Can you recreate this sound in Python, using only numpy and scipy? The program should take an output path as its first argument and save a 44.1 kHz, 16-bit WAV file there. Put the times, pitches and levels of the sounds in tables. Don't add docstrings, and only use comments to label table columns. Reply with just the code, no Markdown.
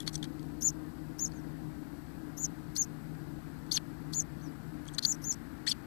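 import sys
import numpy as np
from scipy import signal
from scipy.fft import rfft, irfft, dct, next_fast_len
from scipy.io import wavfile
from scipy.ndimage import uniform_filter1d

SR = 44100
rng = np.random.default_rng(int(sys.argv[2]) if len(sys.argv) > 2 else 0)


def voltage_ratio(level):
    return 10 ** (np.asarray(level, float) / 20)


def output_pcm(signal):
    pcm = np.clip(np.atleast_2d(signal).T, -1, 1) * 32767
    wavfile.write(sys.argv[1], SR, np.round(pcm).astype(np.int16))


N = 258426
FFT_SIZE = next_fast_len(N + 4096)


def evened(x):
    return x / np.sqrt(np.mean(x ** 2) + 1e-20)


def add(mix, start_s, sound):
    part = mix[round(start_s * SR):][:len(sound)]
    part += sound[:len(part)]


def wander(count, size):
    smooth = uniform_filter1d(rng.standard_normal(count), size)
    return evened(uniform_filter1d(smooth, size))


def resonance(centre_hz, width_hz):
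    radius = np.exp(-np.pi * width_hz / SR)
    angle = 2 * np.pi * (np.fft.rfftfreq(FFT_SIZE, 1 / SR) - centre_hz) / SR
    return ((1 - radius) / (1 - radius * np.exp(-1j * angle))) ** 2


def through(x, response):
    return irfft(rfft(x, FFT_SIZE) * response, FFT_SIZE)[:N]


def hum():
    # (frequency [Hz], density [dB per Hz])
    floor = [(12, -29.5), (20, -19.5), (64, -9.5), (117, -11), (155, -1.5), (183, -10.5), (301, -2),
             (386, -22.5), (523, -27.5), (750, -22.5), (1540, -33.5), (3160, -42.5), (12300, -48.5),
             (13300, -63.5), (14900, -75)]
    # (centre [Hz], width [Hz], lift [dB])
    lifts = [(1598, 220, 4), (4400, 850, 5.5), (7820, 270, 7.5), (11320, 1200, 4.5), (13420, 600, 25),
             (14020, 510, 6.5)]
    # (centre [Hz], width [Hz], level [dB])
    tones = [(60.2, 5, -54.5), (155.24, 12, -45.5), (307.6, 22, -49.5), (1487, 900, -61.5)]
    # (time [s], level [dB])
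    load = [(0.0, 2.7), (.6, 0), (1.0, -1), (1.45, 1), (2.2, -5.5), (3.2, 2.5), (3.7, -1.5), (4.0, 1.5),
            (4.7, 0.5), (5.2, -6), (5.86, -3.5)]
    # (share of load [0-1], drift [dB/s])
    follow = [(.01, -0.54), (1, -0.2), (.3, -2.04), (-.2, 1.37)]
    hz = np.fft.rfftfreq(N, 1 / SR)
    floor_hz, floor_db = np.transpose(floor)
    colour_db = np.interp(np.log(hz + 1), np.log(floor_hz + 1), floor_db)
    colour_db += sum(db * np.exp(-((hz - centre) / width) ** 2) for centre, width, db in lifts)
    out = voltage_ratio(-42) * evened(irfft(rfft(rng.standard_normal(N)) * voltage_ratio(colour_db), N))

    t = np.arange(N) / SR
    load_db = np.interp(t, *np.transpose(load))
    for (centre_hz, width_hz, db), (share, drift_db) in zip(tones, follow):
        tone = through(rng.standard_normal(N), resonance(centre_hz, width_hz))
        tone = evened(tone / uniform_filter1d(abs(tone), size=1500) ** .7)
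        out += voltage_ratio(db + share * load_db + drift_db * (t - t.mean())) * tone
    return out


def box_modes():
    # (centre [Hz], width [Hz], level [dB])
    modes = [(1785, 700, -3.5), (3363, 370, 3), (4400, 500, 6), (5500, 450, -0.5), (6350, 740, -0.5),
             (7000, 540, -2.5), (8200, 930, -2), (10140, 330, 3), (11680, 1500, -14)]
    return sum((-1) ** k * voltage_ratio(db) * resonance(hz, 1.236 * width) for k, (hz, width, db) in enumerate(modes))


def walls():
    # (delay [s], level [dB])
    echoes = [(.0009, -12.5), (.0017, -15), (.0031, -11), (.0052, -13)]
    hz = np.fft.rfftfreq(FFT_SIZE, 1 / SR)
    return 1 + sum(voltage_ratio(db) * np.exp(-2j * np.pi * hz * delay_s) for delay_s, db in echoes)


def claws():
    # (time [s], peak level [dB], length [s], ring [Hz], ring level [dB])
    taps = [(.075, -21, 0.0066, 4330, 8), (.227, -29.5, .006, 3480, 13.5), (.240, -31, 0.0071, 3900, 5),
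            (.394, -45.5, .004, 4400, 6), (.428, -43, 0.0028, 1900, 9), (.618, -36, 0.002, 2000, -1.5),
            (2.764, -38.5, 0.0047, 1700, 12.5), (1.319, -47.5, 0.0034, 4550, 15),
            (2.771, -35, 0.0033, 8200, 18.5), (3.664, -51, 0.0022, 4500, 1),
            (3.773, -23.5, .0047, 3300, -9), (4.125, -41, .003, 8600, -7), (4.879, -41, 0.0071, 7640, 24),
            (4.936, -42, 0.0087, 8360, 24), (4.983, -20, 0.0066, 3910, 14), (4.990, -19, .0023, 4620, 13)]
    # (time [s], peak level [dB], length [s], ring [Hz], ring level [dB])
    ticks = [(.003, -24.5, 0.003, 3320, 8.5), (.141, -36, 0.0071, 3800, 8), (.153, -26, 0.0078, 5880, 17.5),
             (.154, -29.5, 0.0071, 8200, 18), (.177, -43, 0.0041, 4000, 6), (1.191, -35, 0.0089, 5420, 25),
             (2.381, -38.5, 0.012, 6600, 29), (4.133, -35, 0.0066, 4200, 18), (5.247, -39, .009, 6350, 24),
             (2.452, -37.5, 0.007, 5500, 24), (3.721, -27.5, 0.0083, 8350, 9),
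             (4.202, -40, 0.0071, 8100, 24), (.695, -49, .0027, 7500, 11), (5.123, -32.5, 0.0038, 7840, 22),
             (4.854, -44, .0023, 4400, 4), (4.876, -51, 0.01, 6300, 34), (4.885, -39, 0.0041, 3340, 18),
             (4.944, -41, .011, 6330, 17), (5.05, -14.5, 0.0048, 4400, 17.5),
             (5.053, -27.5, 0.0023, 4400, 17), (5.238, -52, .0034, 4400, 11),
             (5.325, -25.5, .0026, 7400, 20)]
    out = np.zeros(N)
    t = np.arange(1024) / SR
    hz = np.fft.rfftfreq(1024, 1 / SR)
    for rows, tilt_db_per_octave in ((taps, -3), (ticks, 1.5)):
        for start_s, db, length_s, ring_hz, ring_db in rows:
            colour_db = tilt_db_per_octave * np.log2((hz + 500) / 4400)
            colour_db += ring_db * np.exp(-((hz - ring_hz) / 600) ** 2)
            scrape = evened(irfft(rfft(rng.standard_normal(1024)) * voltage_ratio(colour_db)))
            stroke = (t / length_s * 4) * np.exp(1 - t / length_s * 4)
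            add(out, start_s, voltage_ratio(db) * evened(scrape * stroke) * np.sqrt(np.mean(stroke ** 2)))
    return out


def voice(s, hz, level_db, partials_db, rasp_db, waver):
    t = np.arange(s[0], s[-1], 1 / SR)
    pitch_hz = uniform_filter1d(np.interp(t, s, hz), size=200, mode="nearest")
    pitch_hz = pitch_hz * (1 + waver * wander(len(t), size=90))
    angle = 2 * np.pi * np.cumsum(pitch_hz) / SR
    tone = np.zeros(len(t))
    for k, db in enumerate(partials_db):
        tone += voltage_ratio(np.interp(t, s, db + 0 * s)) * np.sin((k + 1) * angle)
    tone += voltage_ratio(rasp_db) * evened(uniform_filter1d(rng.standard_normal(len(t)), size=3))
    flutter = 1 + .4 * np.tanh(wander(len(t), size=60))
    level = np.sqrt(2) * voltage_ratio(np.interp(t, s, level_db))
    return s[0], level * flutter * tone * signal.windows.tukey(len(t), .08)


def whistle(s, hz, level_db, second_db, rasp_db, waver=0.0039):
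    half_db = -17 - 22 * np.clip(hz / 1000 - 5.6, 0, 2)
    return voice(s, hz / 2, level_db, [half_db - 10.0, 0, half_db, second_db], rasp_db, waver)


def arch(start_s, length_s, top_hz, effort_db, push_db, foot_hz, drop_hz, crest, rise_bend, fall_bend, rasp_db):
    lean_hz = 800
    u = np.linspace(0, 1, 60)
    before = np.clip(1 - u / crest, 0, 1)
    after = np.clip((u - crest) / (1 - crest), 0, 1)
    hz = top_hz - lean_hz * before ** 2
    hz -= (top_hz - lean_hz - foot_hz) * before ** rise_bend
    hz -= drop_hz * after ** fall_bend

    shape_db = -7 * before
    shape_db += 10 * np.exp(-((hz - 6970) / 110) ** 2)
    shape_db += -7 * np.exp(-((u - .24) / .09) ** 2)
    shape_db += push_db * np.tanh(1.1 * after)
    second_db = -20 + 4 * before - shape_db + 0.49 * max(push_db, 0)
    return whistle(start_s + length_s * u, hz, effort_db + shape_db, second_db, rasp_db)


def birds():
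    # (start [s], length [s], top [Hz], effort [dB], closing push [dB])
    peeps = [
        (0.618, 0.076, 7000, -26.5, -2.5),
        (1.189, 0.076, 6810, -30.5, -5),
        (2.372, 0.087, 7010, -36.5, 12.5),
        (5.054, 0.075, 7030, -28.5, -2),
        (5.236, 0.09, 6850, -32.5, 1.5),
    ]
    # (start [s], length [s], top [Hz], effort [dB], closing push [dB])
    swoops = [
        (2.761, 0.07, 6735, -27.5, -4),
        (4.132, 0.078, 6960, -29.5, -1.5),
    ]
    # (start [s], length [s], top [Hz], effort [dB], closing push [dB])
    far = [
        (1.325, 0.078, 6850, -64, -2),
        (4.409, .082, 6280, -57, -3),
    ]
    # (foot [Hz], end drop [Hz], crest place [0-1], rise bend [power], fall bend [power])
    peep_arch = (5100, 1750, .58, 6.0, 2.8)
    swoop_arch = (3000, 1400, .62, 6.5, 2.6)
    far_arch = (3000, 1600, 0.26, 3.3, 1.7)
    # (time [s], pitch [Hz], level [dB])
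    deep_arch = [(3.712, 3197, -34), (3.718, 4400, -29), (3.723, 5500, -29.5), (3.73, 6240, -35),
                 (3.753, 6494, -33.5), (3.764, 5415, -29), (3.769, 4400, -27.5), (3.774, 3104, -27.5),
                 (3.781, 2240, -37)]
    # (time [s], pitch [Hz], level [dB])
    scraps = [
        [(5.667, 1680, -36), (5.677, 2077, -38), (5.681, 3200, -32.5), (5.688, 3450, -42)],
        [(5.713, 3760, -29.5), (5.719, 3296, -30.5), (5.73, 2540, -46)],
    ]
    # (time [s], pitch [Hz], level [dB])
    harsh = [(5.665, 1643, -44), (5.673, 1703, -31.5), (5.677, 2183, -32), (5.688, 2290, -34),
             (5.691, 2640, -26.5), (5.698, 2794, -27.5), (5.712, 2440, -38), (5.716, 2203, -29),
             (5.727, 2215, -57)]
    harsh_partials_db = [-21.5, -1, -9.5, -10.5, -25]
    out = np.zeros(N)
    for rows, kind, rasp_db in ((peeps, peep_arch, -49), (swoops, swoop_arch, -42), (far, far_arch, -49)):
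        for row in rows:
            add(out, *arch(*row, *kind, rasp_db))
    s, hz, level_db = np.transpose(deep_arch)
    octave_db = -12.5 + 4.5 * (hz / 1000 - 5.5)
    add(out, *whistle(s, hz, level_db, octave_db, rasp_db=-31, waver=.011))
    for rows in scraps:
        add(out, *whistle(*np.transpose(rows), second_db=-13, rasp_db=-40))
    add(out, *voice(*np.transpose(harsh), harsh_partials_db, rasp_db=-21, waver=0.018))
    return out


def scene():
    modes = box_modes()
    calls = through(birds(), (voltage_ratio(-5.0) + modes) * walls())
    hits = through(claws(), voltage_ratio(-22) + modes)
    heard = calls + hits + hum()
    return np.array([heard, 0 * heard])


def block_rounding(x):
    extra_edges_s = [3.785, 4.981]
    block_s, fade, band_hz = .032, 128, 520
    step_db, spread_db, treble_db_per_khz = -2, -11, 3
    fill_db, hole_db = -12, 28
    edges = np.sort(np.r_[np.arange(-1, N / SR / block_s + 2) * block_s, extra_edges_s])
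    edges = np.round(edges * SR).astype(int) + 2048
    x, out = np.pad(x, (2048, 8192)), np.zeros(N + 10240)
    noise = rng.standard_normal(len(x))
    rise = np.sin(np.pi / 2 * (np.arange(fade) + .5) / fade)
    for a, b in zip(edges[:-1], edges[1:] + fade):
        window = np.r_[rise, np.ones(b - a - 2 * fade), rise[::-1]]
        z = dct(x[a:b] * window, norm="ortho")
        size = max(round(band_hz * 2 * (b - a) / SR), 2)
        starts = np.arange(0, b - a, size)
        own = np.add.reduceat(z ** 2, starts) / size + 1e-16
        spread = np.convolve(own, [.3, 0.87, 0.56, 1, 0.95, 0.93, .3])[2:][:len(own)]
        masker = voltage_ratio(2 * spread_db) * spread
        band_khz = starts / (b - a) * SR / 2 / 1000
        coarser_db = treble_db_per_khz * np.clip(band_khz - 8, 0, 3)
        step = voltage_ratio(step_db + coarser_db) * np.sqrt(own + masker)
        fill = np.minimum(voltage_ratio(fill_db) * step, np.sqrt(own))
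        fill = fill * (masker < voltage_ratio(2 * hole_db) * own)
        step = np.repeat(step, size)[:b - a]
        fill = np.repeat(fill, size)[:b - a]
        whole = np.round(z / step)
        rounded = np.where(whole == 0, fill * noise[a:b], whole * step)
        out[a:b] += window * dct(rounded, type=3, norm="ortho")
    return out[2048:][:N]


def roll_off(x):
    return signal.sosfilt(signal.butter(12, 15020, fs=SR, output="sos"), x)


def record(dry):
    dulled = signal.oaconvolve(dry[0], signal.firwin(255, 14650, fs=SR), "same")
    live = block_rounding(dulled)
    hiss = signal.lfilter([1], [1, -.9], rng.standard_normal(N))
    dead = dry[1] + voltage_ratio(-95) * evened(hiss)
    return roll_off(np.array([live, dead]))


dry = scene()
out = record(dry)
output_pcm(out)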